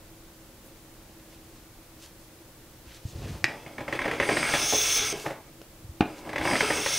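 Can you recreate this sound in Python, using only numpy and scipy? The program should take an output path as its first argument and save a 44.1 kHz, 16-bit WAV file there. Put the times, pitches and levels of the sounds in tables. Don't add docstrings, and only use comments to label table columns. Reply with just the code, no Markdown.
import sys
import numpy as np
from scipy import signal
from scipy.fft import rfft, irfft
from scipy.io import wavfile
from scipy.ndimage import uniform_filter1d

SR = 44100
rng = np.random.default_rng(int(sys.argv[2]) if len(sys.argv) > 2 else 0)


def nominal_scale(level):
    x = np.asarray(level, float) / 20
    return 10 ** x


def log_audio(samples):
    frames = np.atleast_2d(samples).T
    limited = np.clip(frames, -1, 1)
    pcm = np.round(limited * 32767).astype(np.int16)
    wavfile.write(sys.argv[1], SR, pcm)


N = 307818
T = np.arange(N) / SR

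# start_s [s], body_peak_db [dB],
# board_minus_body_db [dB]
GRAIN_SLIPS = [(3.6633, -31, -1), (3.7815, -25.5, -2), (3.8058, -29.5, 2.5), (3.8803, -20.5, -11.5),
               (3.9259, -18, -9), (3.9517, -21.5, -15), (3.991, -19, -9), (4.0167, -18, -11),
               (4.042, -22.5, -12), (4.055, -16.5, -6), (4.0787, -20, -7), (4.1132, -15, -12),
               (4.1328, -27, -2.5), (4.2002, -10, -7.5), (4.2267, -14.5, -15), (4.2903, -14, -7),
               (4.3097, -24.5, 4), (4.369, -13, -13.5), (4.4277, -15, -12), (4.4494, -21.5, -9),
               (4.4902, -18.5, -23), (4.5371, -13, -8), (4.5487, -17.5, -16), (4.7287, -20.5, 4),
               (5.0953, -36, -16), (5.262, -22.5, -2), (5.3073, -35, -2),
               (6.252, -42.5, 6), (6.2716, -38, 5), (6.2918, -26, -4), (6.3308, -25.5, -4),
                (6.359, -16.5, -10.5), (6.3809, -18.5, -5), (6.412, -22.5, -19), (6.452, -16, -13),
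                (6.4742, -18, -5), (6.5116, -17, -4), (6.5328, -15.5, -3.5), (6.555, -13.5, -10),
                (6.6061, -12, -5), (6.6294, -34, 3), (6.7025, -14.5, -3.5), (6.78, -31, 7),
                (6.861, -13.5, -9.5), (6.8843, -38, -12)]
SLIPS = np.array(GRAIN_SLIPS)


def level(x, db):
    return x * nominal_scale(db) / np.sqrt(np.mean(x ** 2))


def noise():
    return rng.standard_normal(N)


def band(x, hz, width_hz):
    return signal.lfilter(*signal.iirpeak(hz, max(hz / width_hz, 0.3), SR), x)


def walk(rate_hz):
    hold = int(SR / rate_hz)
    steps = np.repeat(rng.standard_normal(N // hold + 1), hold)
    return 0.89 * uniform_filter1d(steps, hold)[:N]


def add(out, start_s, sound):
    i = int(start_s * SR)
    out[i:i + len(sound)] += sound[:N - i]


def ring(hz, t60_s, length_s):
    t = T[:int(length_s * SR)]
    return np.sin(2 * np.pi * hz * t) * np.exp(-np.log(1000) * t / t60_s)


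def strike(modes, scatter_db, soft_s):
    shares_db = scatter_db * rng.standard_normal(len(modes))
    length_s = max(t60_s for *_, t60_s in modes)
    sound = sum(nominal_scale(db + share_db) * ring(hz, t60_s, length_s)
                for (hz, db, t60_s), share_db in zip(modes, shares_db))
    return sound * (1 - np.exp(-T[:len(sound)] / soft_s))


def cutting():
    # pitch_hz [Hz], width_hz [Hz], creeping_db [dB], full_speed_db [dB]
    board = [(45, 77, -18, 0), (152.5, 33, -3.5, 0.5), (235, 41, -4.5, -4), (312, 57, -0.5, -0.5),
             (400, 69, -5, 5.5), (500, 131, -5.5, 3.5), (633, 136, -6.5, 2.5), (807, 104, -5.5, 0.5),
             (1003, 45, -5.5, -3), (1140, 200, -15, -14.5)]
    body = [(1300, 196, -0.5, -7), (1646, 140, 0, -6), (1950, 360, -8, -9), (2200, 135, 3.5, 0.5),
            (2540, 206, -4, -3), (2640, 110, 0.5, 2.5), (3190, 470, -10, -7), (3443, 113, -5, 6.5),
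            (3840, 1570, -17.5, -6.5)]
    blade = [(4680, 67, -0.5, -12), (4950, 210, -1, -13), (5400, 83, -5, -0.5), (5546, 100, -14.5, -2.5),
             (5860, 130, -7.5, -2.5), (6200, 72, -7, 4), (6420, 250, -9.5, -4)]
    edge = [(7000, 160, 0, -3), (7140, 430, -6, -9), (8330, 340, 8.5, 2), (9380, 340, 1, -1.5),
            (10200, 300, 1.5, 1.5), (11090, 330, -8, -3), (11200, 170, -6, 0.5), (13350, 200, -18, -5),
            (14300, 600, -12, -15), (14850, 350, -12, -2), (15700, 350, -20, -5), (9000, 5900, -15, -16)]
    # start_s [s], pressure_db [dB], speed [0-1]
    hands = [
        [(3.48, -38.5, 0), (3.6, -51, 0.38), (3.86, -51.5, 0.14), (3.93, -42.5, 0.22), (4.15, -39.5, 0.22),
         (4.46, -33, 0.13), (4.7, -39.5, 0.99), (4.97, -37.5, 0.92), (5.128, -43, 0.77)],
        [(5.129, -35, 0.34), (5.18, -42, 0.54), (5.3, -51, 0.3), (5.37, -60, 0), (5.5, -60, 0.1)],
        [(6.065, -44.5, 0.16), (6.2, -47, 0), (6.37, -48, 0.32), (6.44, -34.5, 0.3), (6.54, -32, 0),
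         (6.57, -38, 0.35), (6.7, -35, 0.32), (6.82, -38.5, 0.61), (6.98, -39.5, 0.87)],
    ]
    # over_pressure_db [dB], more_in_the_bite_db [dB], dig_s [s], more_at_full_speed_db [dB]
    parts = [
        (1.86, -0.5, 0.05, -0.9),
        (-5.5, 11, 0.2, 6),
        (-20.5, 11.5, 0.022, 22.5),
        (-21, 14.5, 0.027, 12.5),
    ]

    pressure = sum(nominal_scale(np.interp(T, *np.transpose(move)[:2], -120, -120)) for move in hands)
    speed = np.interp(T, *np.vstack(hands).T[[0, 2]])
    force = [pressure * nominal_scale(db + bite_db * bite(dig_s) + fast_db * speed)
             for db, bite_db, dig_s, fast_db in parts]

    jam_s, jam_length_s, jam_db = 5.02, 0.063, (1.5, 0.5, -2, -7)
    jam = np.exp(-(2 * (T - jam_s) / jam_length_s) ** 4)
    force = [push * nominal_scale(db * jam) for push, db in zip(force, jam_db)]

    start_s, body_db, board_db = np.transpose(SLIPS)
    blade_db = -35.5 + (body_db - np.median(body_db)) - 7 * np.interp(start_s, T, bite(0.01))
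    force[0] += slips(body_db + board_db - 2, rise_s=0.005, snap_s=0.01, tail_s=0.032, tail_db=-12)
    force[1] += slips(body_db - 11, rise_s=0.0059, snap_s=0.0036, tail_s=0.025, tail_db=-9)
    force[2] += slips(blade_db - 10.5, rise_s=0.0013, snap_s=0.0035, tail_s=0.036, tail_db=-31)
    force[3] += slips(blade_db - 12, rise_s=0.0017, snap_s=0.0036, tail_s=0.028, tail_db=-29)

    tears = fibres(2.27, 2.67, 40), fibres(2.74, 1.18, 60), fibres(2.2, 1.0, 50), fibres(1.2, 0.28, 45)
    return sum(push * bank(tear, modes, speed)
               for push, tear, modes in zip(force, tears, (board, body, blade, edge)))


def bite(dig_s):
    # start_s [s], end_s [s]
    cuts = [
        (4.197, 5.128),
        (6.43, 7.1),
    ]
    return sum((T > start_s) * (T < end_s) * (1 - np.exp(-np.maximum(T - start_s, 0) / dig_s))
               for start_s, end_s in cuts)


def fibres(scatter_db, flicker_db, rate_hz):
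    snaps_db = scatter_db * np.minimum(rng.exponential(size=N), 7)
    return level(noise() * nominal_scale(snaps_db + flicker_db * walk(rate_hz)), 0)


def slips(db, rise_s, snap_s, tail_s, tail_db):
    out, t = np.zeros(N), T[:SR // 8]
    fall = np.exp(-t / snap_s) + nominal_scale(tail_db) * np.exp(-t / tail_s)
    shape = (1 - np.exp(-t / rise_s)) * fall
    for start_s, size in zip(SLIPS[:, 0], nominal_scale(db)):
        add(out, start_s - 0.001, size * shape)
    return out


def bank(x, modes, speed):
    out, power = 0, 0
    for k, (hz, width_hz, slow_db, fast_db) in enumerate(modes):
        gain = nominal_scale(slow_db + (fast_db - slow_db) * speed)
        swell = nominal_scale(1.74 * walk(12))
        out = out + (-1) ** k * gain * swell * band(x, hz, width_hz)
        power = power + gain ** 2 * np.pi * width_hz / SR
    return out / np.sqrt(power)


def chatter():
    # pitch_hz [Hz], level_db [dB], t60_s [s]
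    loose_parts = [(600, -5, 0.021), (1080, -2.5, 0.013), (1400, -8, 0.014), (1652, -2.5, 0.014),
                   (1860, 3.5, 0.012), (2035, -4.5, 0.011), (2110, -3, 0.01), (2380, -11, 0.0063)]
    out = np.zeros(N)
    for start_s, db, _ in SLIPS:
        for late_s, loss_db in ((0, 6.9), (0.002, 6.8), (0.0045, 9.5)):
            knock_s = start_s + late_s * (0.696 + 0.6 * rng.random())
            add(out, knock_s, nominal_scale(db - loss_db) * strike(loose_parts, 3.5, soft_s=0.00042))
    return out


def landings():
    # pitch_hz [Hz], level_db [dB], t60_s [s]
    toe = [(126, -17, 0.093), (350, -15, 0.052), (864, -7.5, 0.016), (1850, -14, 0.0074),
           (1920, 4.5, 0.014), (2170, -1, 0.009), (2320, -1, 0.014), (3340, -1, 0.0075),
           (3890, -5.5, 0.011), (4500, -3, 0.0089), (5000, -1.5, 0.0087), (5350, -16, .01),
           (6700, -12.5, 0.01), (8500, -15, .008), (10600, -37, 0.0049)]
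    flat = [(111, -24, 0.071), (197, -11, 0.027), (299, 6, 0.011), (522, -11, 0.029), (700, -4, .025),
            (750, -6.5, 0.036), (1175, -1, 0.0085), (1720, -10, 0.013), (2110, -7, 0.013),
            (2450, -7.5, 0.012), (2620, -8, 0.012), (3220, -21, .008), (4000, -14, 0.013),
            (4600, -23, .006)]
    # start_s [s], level_db [dB]
    toe_hits = [
        (3.4422, -11.5),
        (3.4445, -36),
        (3.453, -33),
        (3.458, -38),
    ]
    flat_hits = [
        (6.0071, -15.5),
        (6.0086, -11),
        (6.0165, -23),
        (6.022, -21),
        (6.026, -19.5),
        (6.046, -33),
        (6.056, -27),
    ]
    out, t = np.zeros(N), T[:SR // 2]
    rattle_shape = np.exp(-t / 0.0081) + 0.089 * np.exp(-t / 0.02)
    for hits, modes, soft_s, rattle_hz, rattle_db in ((toe_hits, toe, 0.00015, 2100, -27),
                                                      (flat_hits, flat, 0.0002, 800, -25)):
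        for k, (start_s, db) in enumerate(hits):
            blow = strike(modes, 1 + 0.67 * k, soft_s * (1 + 0.8 * k))
            add(out, start_s, -(-1) ** k * nominal_scale(db) * blow)
        rattle = band(band(noise(), rattle_hz, 1.9 * rattle_hz), rattle_hz, 2.1 * rattle_hz)
        add(out, hits[0][0], level(rattle, rattle_db)[:len(t)] * rattle_shape)
    return out


def bench():
    # start_s [s], level_db [dB], pitch_hz [Hz], t60_s [s]
    thumps = [(2.87, -40, 60, 0.18), (3.052, -15, 102, 0.04), (4.725, -14, 740, 0.015),
              (5.127, -21.5, 440, 0.034), (5.139, -21, 405, 0.038), (5.243, -29, 424, 0.033),
              (5.262, -24.5, 835, 0.057), (5.305, -27.5, 552, 0.055), (5.616, -25, 500, 0.007),
              (5.843, -30.5, 104, 0.084), (5.891, -27, 79.4, 0.087), (6.399, -25.5, 69.5, 0.091),
              (6.705, -21, 910, 0.042), (6.865, -21, 563, 0.037)]
    # start_s [s], rumble_db [dB]
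    drag = [
        (3.081, -46),
        (3.094, -47),
        (3.132, -49),
        (3.156, -37),
        (3.354, -36),
        (3.398, -51.5),
        (3.44, -44),
    ]
    out = np.zeros(N)
    for start_s, db, hz, t60_s in thumps:
        knock = ring(hz, t60_s, t60_s) + 1.04 * ring(1.43 * hz, 0.3 * t60_s, t60_s)
        soft_start = np.minimum(T[:len(knock)] * hz * 1.5, 1)
        add(out, start_s, nominal_scale(db) * knock * soft_start)
    rumble = level(band(band(noise(), 89, 80), 89, 140), 0)
    return out + rumble * nominal_scale(np.interp(T, *np.transpose(drag), -120, -120))


def rustles():
    # centre_s [s], length_s [s], level_db [dB], pitch_hz [Hz], width_hz [Hz]
    puffs = [(0.668, 0.058, -56.5, 12000, 9000), (1.199, 0.0074, -55, 2500, 2500),
             (1.324, 0.081, -58, 2500, 4000), (1.574, 0.073, -62, 4500, 4000),
             (2.042, 0.089, -52, 5000, 5000), (2.053, 0.07, -60, 1400, 2000), (2.227, .06, -59, 7000, 7000),
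             (2.9, 0.079, -53.5, 2430, 3000), (2.96, 0.054, -54, 3480, 4000),
             (3.09, 0.062, -56.5, 6200, 3000), (3.187, 0.32, -56, 4000, 4000),
             (3.31, 0.23, -55.5, 5600, 5000), (3.29, 0.24, -50.5, 2200, 2500),
             (3.307, 0.31, -47.5, 350, 400), (5.208, 0.19, -45.5, 5000, 6900),
             (5.264, 0.027, -32, 600, 700), (5.301, 0.059, -38, 600, 700), (5.354, 0.096, -46.5, 500, 600),
             (5.617, 0.0026, -43, 2470, 5000), (6.185, 0.062, -54, 4500, 5000)]
    crackle, out = fibres(2.9, 2.4, 60), np.zeros(N)
    for centre_s, length_s, db, hz, width_hz in puffs:
        other_fibres = np.roll(crackle, rng.integers(N))
        puff = band(band(other_fibres, hz, width_hz), hz, 2.4 * width_hz)
        out += level(puff, db) * np.exp(-(2 * (T - centre_s) / length_s) ** 2)
    return out


def room(x):
    t60_s, tail_db, centre_hz, width_hz = 0.32, -14, 1000, 3000
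    t = T[:SR // 2]
    tail = band(rng.standard_normal(len(t)), centre_hz, width_hz)
    tail = tail * np.exp(-np.log(1000) * t / t60_s) * (t > 0.006)
    return signal.fftconvolve(x, tail * nominal_scale(tail_db) / np.sqrt(np.sum(tail ** 2)))[:N]


def air():
    # pitch_hz [Hz], density_db [dB per Hz]
    rumble_colour = [(12, -21), (20, 3.5), (53, -2.5), (126, -4), (290, -11), (326, 2.5), (359, -11),
                     (424, -12), (539, -12), (579, -13.5), (6000, -31), (7800, -32), (13200, -120)]
    # pitch_hz [Hz], width_hz [Hz], level_db [dB rms]
    fan = [(119, 13, -65), (239, 17, -68), (335.4, 9.3, -67.5), (541, 30, -66.5)]
    hz, db = np.transpose(rumble_colour)
    colour_db = np.interp(np.log(np.fft.rfftfreq(N, 1 / SR) + 1), np.log(hz), db, right=-90)
    rumble = level(irfft(rfft(noise()) * nominal_scale(colour_db), N), -52.5) * nominal_scale(0.5 * walk(1.37))
    hum = sum(level(band(noise(), pitch_hz, width_hz), hum_db) for pitch_hz, width_hz, hum_db in fan)
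    return rumble + hum


def scene():
    near = cutting() + chatter() + landings() + bench() + rustles()
    return np.tile(near + room(near) + air(), (2, 1))


def band_limit(x):
    return signal.sosfilt(signal.butter(12, 16970, fs=SR, output="sos"), x)


def record(dry):
    hiss = np.array([level(noise(), -54.5) + level(band(noise(), 40, 130), -87) for _ in dry])
    top_hz = 15720
    low_pass = signal.ellip(12, 0.2, 80, top_hz, fs=SR, output="sos")
    mix = signal.sosfilt(low_pass, dry + hiss)
    return band_limit(mix)


dry = scene()
out = record(dry)
log_audio(out)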